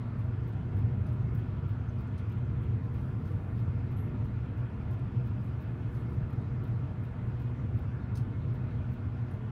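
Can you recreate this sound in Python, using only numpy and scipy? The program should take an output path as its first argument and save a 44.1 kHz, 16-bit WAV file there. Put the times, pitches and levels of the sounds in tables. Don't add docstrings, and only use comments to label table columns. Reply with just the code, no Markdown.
import sys
import numpy as np
from scipy import signal
from scipy.fft import rfft, irfft, next_fast_len
from scipy.io import wavfile
from scipy.ndimage import uniform_filter1d, map_coordinates

SR = 44100
rng = np.random.default_rng(int(sys.argv[2]) if len(sys.argv) > 2 else 0)


def pcm_store(signal):
    levels = np.round(np.clip(np.atleast_2d(signal), -1, 1) * 32767)
    wavfile.write(sys.argv[1], SR, levels.astype(np.int16).T)


N = 419391

# (frequency [Hz], relative density [dB per Hz])
RUMBLE_SPECTRUM = [(13, -56), (22, -26), (80, -5), (96, -1.5), (108, 0.5), (119, 2), (130, -2), (152, -9.5),
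                   (166, -12), (212, -15), (229, -20.5), (248, -15), (270, -19.5), (326, -23.5),
                   (343, -28.5), (365, -22), (392, -28.5), (410, -29.5), (476, -26.5), (560, -43.5),
                   (730, -68.5), (1230, -120)]
# (time [s], rms level [dB])
RUMBLE_LEVEL = [(0, -34.5), (.7, -32.5), (1.3, -32), (2.2, -34.5), (2.9, -32), (3.4, -32), (4.2, -32),
                (4.7, -34), (5.2, -33.5), (5.7, -33), (6.2, -32.5), (7.5, -33.5), (8.5, -32.5), (9.5, -35)]
# (frequency [Hz], relative density [dB per Hz])
RUSH_SPECTRUM = [(320, -34.5), (540, -5.5), (616, -0.5), (812, -4), (957, -4), (1080, -7), (1410, -3),
                 (1590, -9.5), (1750, -8.5), (1920, -12.5), (2140, -12.5), (2330, -14.5), (2550, -16),
                 (2910, -19), (4500, -29), (7500, -41), (9750, -68.5), (16500, -120)]
RUSH_DB = -56
# (frequency [Hz], width of one pass [Hz], rms level [dB])
TONAL_BANDS = [(96.6, 5.2, -45), (202.3, 21, -52), (286, 8.4, -61.5), (330.5, 8, -67), (433, 17, -66.5),
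               (477.7, 16, -65.5), (513.5, 14, -72.5), (602, 6, -70), (620.8, 14, -69.5), (658, 8.4, -73),
               (757.5, 28, -71.5), (913, 11, -72), (972, 28, -70.5), (1045, 18, -70.5), (1149, 64, -69.5),
               (1396, 33, -76), (1480, 110, -76), (1720, 170, -77), (2034, 46, -79), (2140, 28, -78.5),
               (2488, 55, -78.5), (2630, 40, -82), (3220, 380, -84)]
DRIFT_S = .004
# (frequency [Hz], rms level before HUM_TRIM_DB [dB])
HUM_LINES = [(34, -62.5), (68, -49.5), (120, -44.5), (240, -52), (360, -60), (480, -74), (877.1, -74.5)]
HUM_TRIM_DB = -0.5

# (frequency [Hz], relative density [dB per Hz])
HISS_SPECTRUM = [(3820, -30), (6500, -5), (7690, -3.5), (9240, -1), (12600, -7.5), (14500, -7.5),
                 (15600, -19)]
HISS_DB = -87
TOP_HZ = 15680

# (time [s], nominal peak [dB], gap to second [s], second nominal peak [dB], knock relative to click [dB])
TURN_CLICKS = [(0.187, -64, .012, -70, -14), (0.4748, -63, .014, -66, -7), (0.7662, -66, .019, -63, -7),
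               (1.065, -64.5, 0.022, -67, -2), (1.3734, -67, .015, -65, -14),
               (1.6794, -69, 0.011, -64, -13.5), (1.9854, -67, .020, -64, -6),
               (2.2942, -65, 0.024, -64, -3), (2.6204, -67, 0.013, -71, -13),
               (2.9377, -65.5, .014, -67, -9), (3.2525, -67.5, 0.021, -66, 1),
               (3.5733, -68, 0.021, -65, -5), (3.9114, -66, .011, -68, -11), (4.2438, -65, .013, -68, -12),
               (4.573, -67, .016, -72, -5.5), (4.9092, -64, 0.021, -64, -4), (5.253, -69, 0.017, -64, -8),
               (5.6077, -65, .013, -65, -10), (5.9474, -67, 0.018, -70, 0), (6.3011, -68, 0.026, -67, -3),
               (6.6363, -65, .038, -67, -9), (7.0354, -64, .012, -68, -14), (7.3971, -66, 0.02, -64, -5),
               (7.7677, -66.5, 0.02, -64, -11), (8.153, -59.5, 0.018, -57, 7.5),
               (8.5395, -66, .012, -72, -10), (8.9171, -67, 0.018, -64, -4.5),
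               (9.3097, -64, 0.025, -64, -7)]
FIRST_HZ, SECOND_HZ = 12300, 14600
SECOND_KNOCK_DB = -3
REBOUND_S, REBOUND_DB, REBOUND_KNOCK_DB, REBOUND_CHANCE = .06, -72, -14.5, .25
# (time [s], nominal peak [dB], knock relative to click [dB], bright centre [Hz])
EXTRA_KNOCKS = [(1.1258, -65, -11, 11500), (1.3475, -54.5, -17, 14600), (2.147, -76, -8, 12000),
                (2.179, -64.5, 4, 9000), (2.186, -69, 3, 11500), (3.315, -70, -8, 8800),
                (4.99, -71, -7, 9700), (8.171, -55, -12, 9200)]
# (frequency [Hz], relative level [dB], t60 [s])
ARM_MODES = [(3960, -3.5, .07), (4380, 0, 0.072), (4830, 0, 0.07), (5200, -1.5, .04), (5570, -2, .05),
             (6200, -3, .14), (6900, -5.5, .04), (7960, -6, .05), (9000, -5, .12), (9400, -8, .05),
             (10300, -8, .04), (11000, -9, .05)]
CLICK_T60_S, TAIL_T60_S, TAIL_DB = .03, .22, -14.5
LEAD_IN_S, LEAD_IN_DB = .005, -13.5
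BODY_DB, BODY_LOW_HZ = -7, 5500
GRIT_MODES = 10
WASH_DB = -60.5

# (time [s], level before rise and damping [dB], frequency [Hz], t60 before damping [s])
METAL_PINGS = [(.238, -77, 11600, .1), (1.887, -67, 6220, 0.084), (2.06, -77, 4250, .25),
               (2.84, -77, 12900, .12), (3.964, -69, 11571, 0.5), (3.968, -83, 10700, .3),
               (3.975, -81, 9000, .12), (3.993, -80, 12890, .4), (3.992, -80, 12400, .04),
               (4.003, -76, 12350, .04), (3.993, -86, 13900, .2), (1.135, -85, 13200, .2),
               (2.99, -83, 11400, .15), (3.0, -84, 10400, .12), (4.003, -67, 12800, .08),
               (6.637, -66, 11700, .07), (6.638, -75, 14300, .06), (6.639, -76, 12700, .06),
               (7.494, -79, 8900, .08)]
DAMPED_AT = .3

# (time of the top [s], level [dB], spread [s])
TREBLE_SWELLS = [(3.02, -83, .07), (3.3, -85, 0.043), (3.55, -89, .1), (5.45, -81, 0.031),
                 (5.97, -79.5, 0.042), (6.13, -81, .03), (7.28, -87, .04), (8.21, -85, .03),
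                 (3.3, -89.5, .3), (5.8, -89, .3), (6.68, -83, .025)]
GRAINS_PER_S, GRAIN_T60_S, GRAIN_SCATTER_DB = 1500, .006, 3.


def undb(db):
    return 10 ** (np.asarray(db) / 20)


def level(x, db):
    return x * undb(db) / np.sqrt(np.mean(x ** 2))


def shaped(gain):
    size = next_fast_len(N)
    hz = np.arange(1, size // 2 + 2) * SR / size
    spectrum = rfft(rng.standard_normal(size)) * gain(hz)
    return level(irfft(spectrum, size)[:N], 0)


def coloured(points):
    f, db = np.transpose(points)
    return shaped(lambda hz: undb(np.interp(np.log(hz), np.log(f), db, -200, -200)))


def resonant(centre_hz, width_hz):
    return shaped(lambda hz: 1 / (1 + ((hz - centre_hz ** 2 / hz) / width_hz) ** 2))


def walk(rate):
    k = int(SR / rate)
    steps = np.repeat(rng.standard_normal(N // k + 1), k)
    x = uniform_filter1d(uniform_filter1d(steps, k), k)[:N]
    return x / x.std()


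def add(out, s, x):
    i = int(s * SR)
    out[i:i + len(x)] += x[:N - i]


def decay(t60, rise_s):
    t = np.arange(int(max(t60, .01) * SR)) / SR
    return (1 - np.exp(-t / rise_s)) * np.exp(-np.log(1000) * t / t60)


def ring(hz, t60, rise_s):
    env = decay(t60, rise_s)
    return np.sqrt(2) * env * np.sin(2 * np.pi * hz * np.arange(len(env)) / SR)


def flutter(x, depth_db, rate):
    size = next_fast_len(N)
    hz = np.arange(1, size // 2 + 2) * SR / size
    spectrum = rfft(x, size)
    band = np.clip(np.round(3 * np.log2(hz / 1000)), -3, 9)
    return sum(irfft(spectrum * (band == k), size)[:N] * undb(depth_db * walk(rate)) for k in np.unique(band))


def extractor(t):
    rumble_db = np.interp(t, *np.transpose(RUMBLE_LEVEL))
    rumble = coloured(RUMBLE_SPECTRUM) * undb(rumble_db + 0.82 * walk(5))
    slow_rush = flutter(coloured(RUSH_SPECTRUM), .6, 8)
    rush = level(flutter(slow_rush, 1.49, 30), RUSH_DB)
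    grain = sum(undb(db + 1.5 * walk(5)) * resonant(hz, width) for hz, width, db in TONAL_BANDS)
    grain = map_coordinates(grain, [(t + DRIFT_S * walk(1.5)) * SR], order=1, mode="mirror")
    hum = np.zeros(N)
    for hz, db in HUM_LINES:
        gain = undb(db + HUM_TRIM_DB + 1.6 * walk(6))
        hum += gain * np.sqrt(2) * np.sin(2 * np.pi * hz * t + .5 * walk(6))
    return rumble + rush + grain + hum


def microphone_hiss():
    return level(coloured(HISS_SPECTRUM) * undb(.5 * walk(6)), HISS_DB)


def clicks():
    rows = list(EXTRA_KNOCKS)
    for s, db, gap, second_db, knock_db in TURN_CLICKS:
        pitch, chance, delay = rng.random(3)
        rows.append((s, db, knock_db, FIRST_HZ * (1 + .25 * (pitch - .5))))
        rows.append((s + gap, second_db, knock_db + SECOND_KNOCK_DB, SECOND_HZ))
        if chance < REBOUND_CHANCE:
            third_s = s + gap + REBOUND_S * (.5 + delay)
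            rows.append((third_s, REBOUND_DB, REBOUND_KNOCK_DB, 0.69 * FIRST_HZ))
    return rows


def scrape_envelope():
    env = undb(TAIL_DB) * decay(TAIL_T60_S, .006)
    add(env, 0, decay(CLICK_T60_S, 0.002))
    add(env, 0, undb(LEAD_IN_DB) * decay(CLICK_T60_S, 1e-6))
    lead = np.exp(-np.arange(int(4 * LEAD_IN_S * SR))[::-1] / (LEAD_IN_S * SR))
    return np.concatenate([undb(LEAD_IN_DB) * lead, env]), len(lead)


def bright_grit(hz):
    edges = np.clip([.86 * hz, 1.13 * hz], 100, .45 * SR)
    sos = signal.butter(2, edges, "band", fs=SR, output="sos")
    return level(signal.sosfilt(sos, rng.standard_normal(16384)), 0)


def joint():
    out, blows = np.zeros(N), np.zeros(N)
    knock = resonant(4900, 2400)
    body = undb(BODY_DB) * shaped(lambda hz: 1 / (1 + (BODY_LOW_HZ / hz) ** 4))
    env, lead_samples = scrape_envelope()
    for s, db, dull_db, hz in clicks():
        i = int(s * SR)
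        span = slice(i, i + len(env))
        under = np.resize(undb(dull_db) * knock[span] + body[span], len(env))
        noise = bright_grit(hz)[:len(env)] + under
        add(out, s - lead_samples / SR, undb(db - 5.5) * env * noise)
        for mode_hz, mode_db, mode_t60 in ARM_MODES:
            weight, bend = rng.standard_normal(2)
            gain = undb(db + dull_db + mode_db - 13.5 + 2.6 * weight)
            add(out, s, gain * ring(mode_hz * (1 + 0.025 * bend), mode_t60, 0.0015))
        for drop, pitch, delay in rng.random((GRIT_MODES, 3)):
            grit_ring = ring(hz * (.76 + .32 * pitch), 0.041, .002)
            add(out, s + 0.0036 * delay, undb(db - 14.0 - 10 * drop) * grit_ring)
        add(blows, s, undb([db + dull_db]) ** 0.19)
    wash = signal.fftconvolve(blows, decay(0.2, 0.0022))[:N]
    return out + undb(WASH_DB) * wash * undb(1.5 * walk(60)) * resonant(3000, 1600)


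def pings():
    out = np.zeros(N)
    for s, db, hz, t60 in METAL_PINGS:
        damping = np.exp(-(np.linspace(0, 1, int(t60 * SR)) / DAMPED_AT) ** 4)
        add(out, s, undb(db) * ring(hz, t60, .003) * damping)
    for when, pitch, size in rng.random((150, 3)):
        hz = 2500 * 4.5 ** pitch
        add(out, when * N / SR, undb(-78 - 12 * pitch - 8 * size) * ring(hz, .09, .004))
    return out


def treble_swells(t):
    swell = sum(undb(db) * np.exp(-.5 * ((t - s) / spread) ** 2) for s, db, spread in TREBLE_SWELLS)
    starts = rng.random(N) < GRAINS_PER_S / SR
    grains = starts * undb(GRAIN_SCATTER_DB * rng.exponential(size=N))
    patter = level(signal.fftconvolve(grains, decay(GRAIN_T60_S, .001))[:N], 0)
    return swell * (.7 + .4 * patter) * resonant(11500, 12000)


def scene():
    t = np.arange(N) / SR
    return (extractor(t) + microphone_hiss() + joint() + pings() + treble_swells(t))[None]


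def record(dry):
    miked = signal.sosfilt(signal.butter(4, 29, "high", fs=SR, output="sos"), dry)
    top_cut = signal.ellip(10, .2, 80, TOP_HZ, fs=SR, output="sos")
    stop = np.minimum(np.arange(N)[::-1] / (.004 * SR), 1)
    return stop * signal.sosfilt(top_cut, miked)


dry = scene()
out = record(dry)
pcm_store(out)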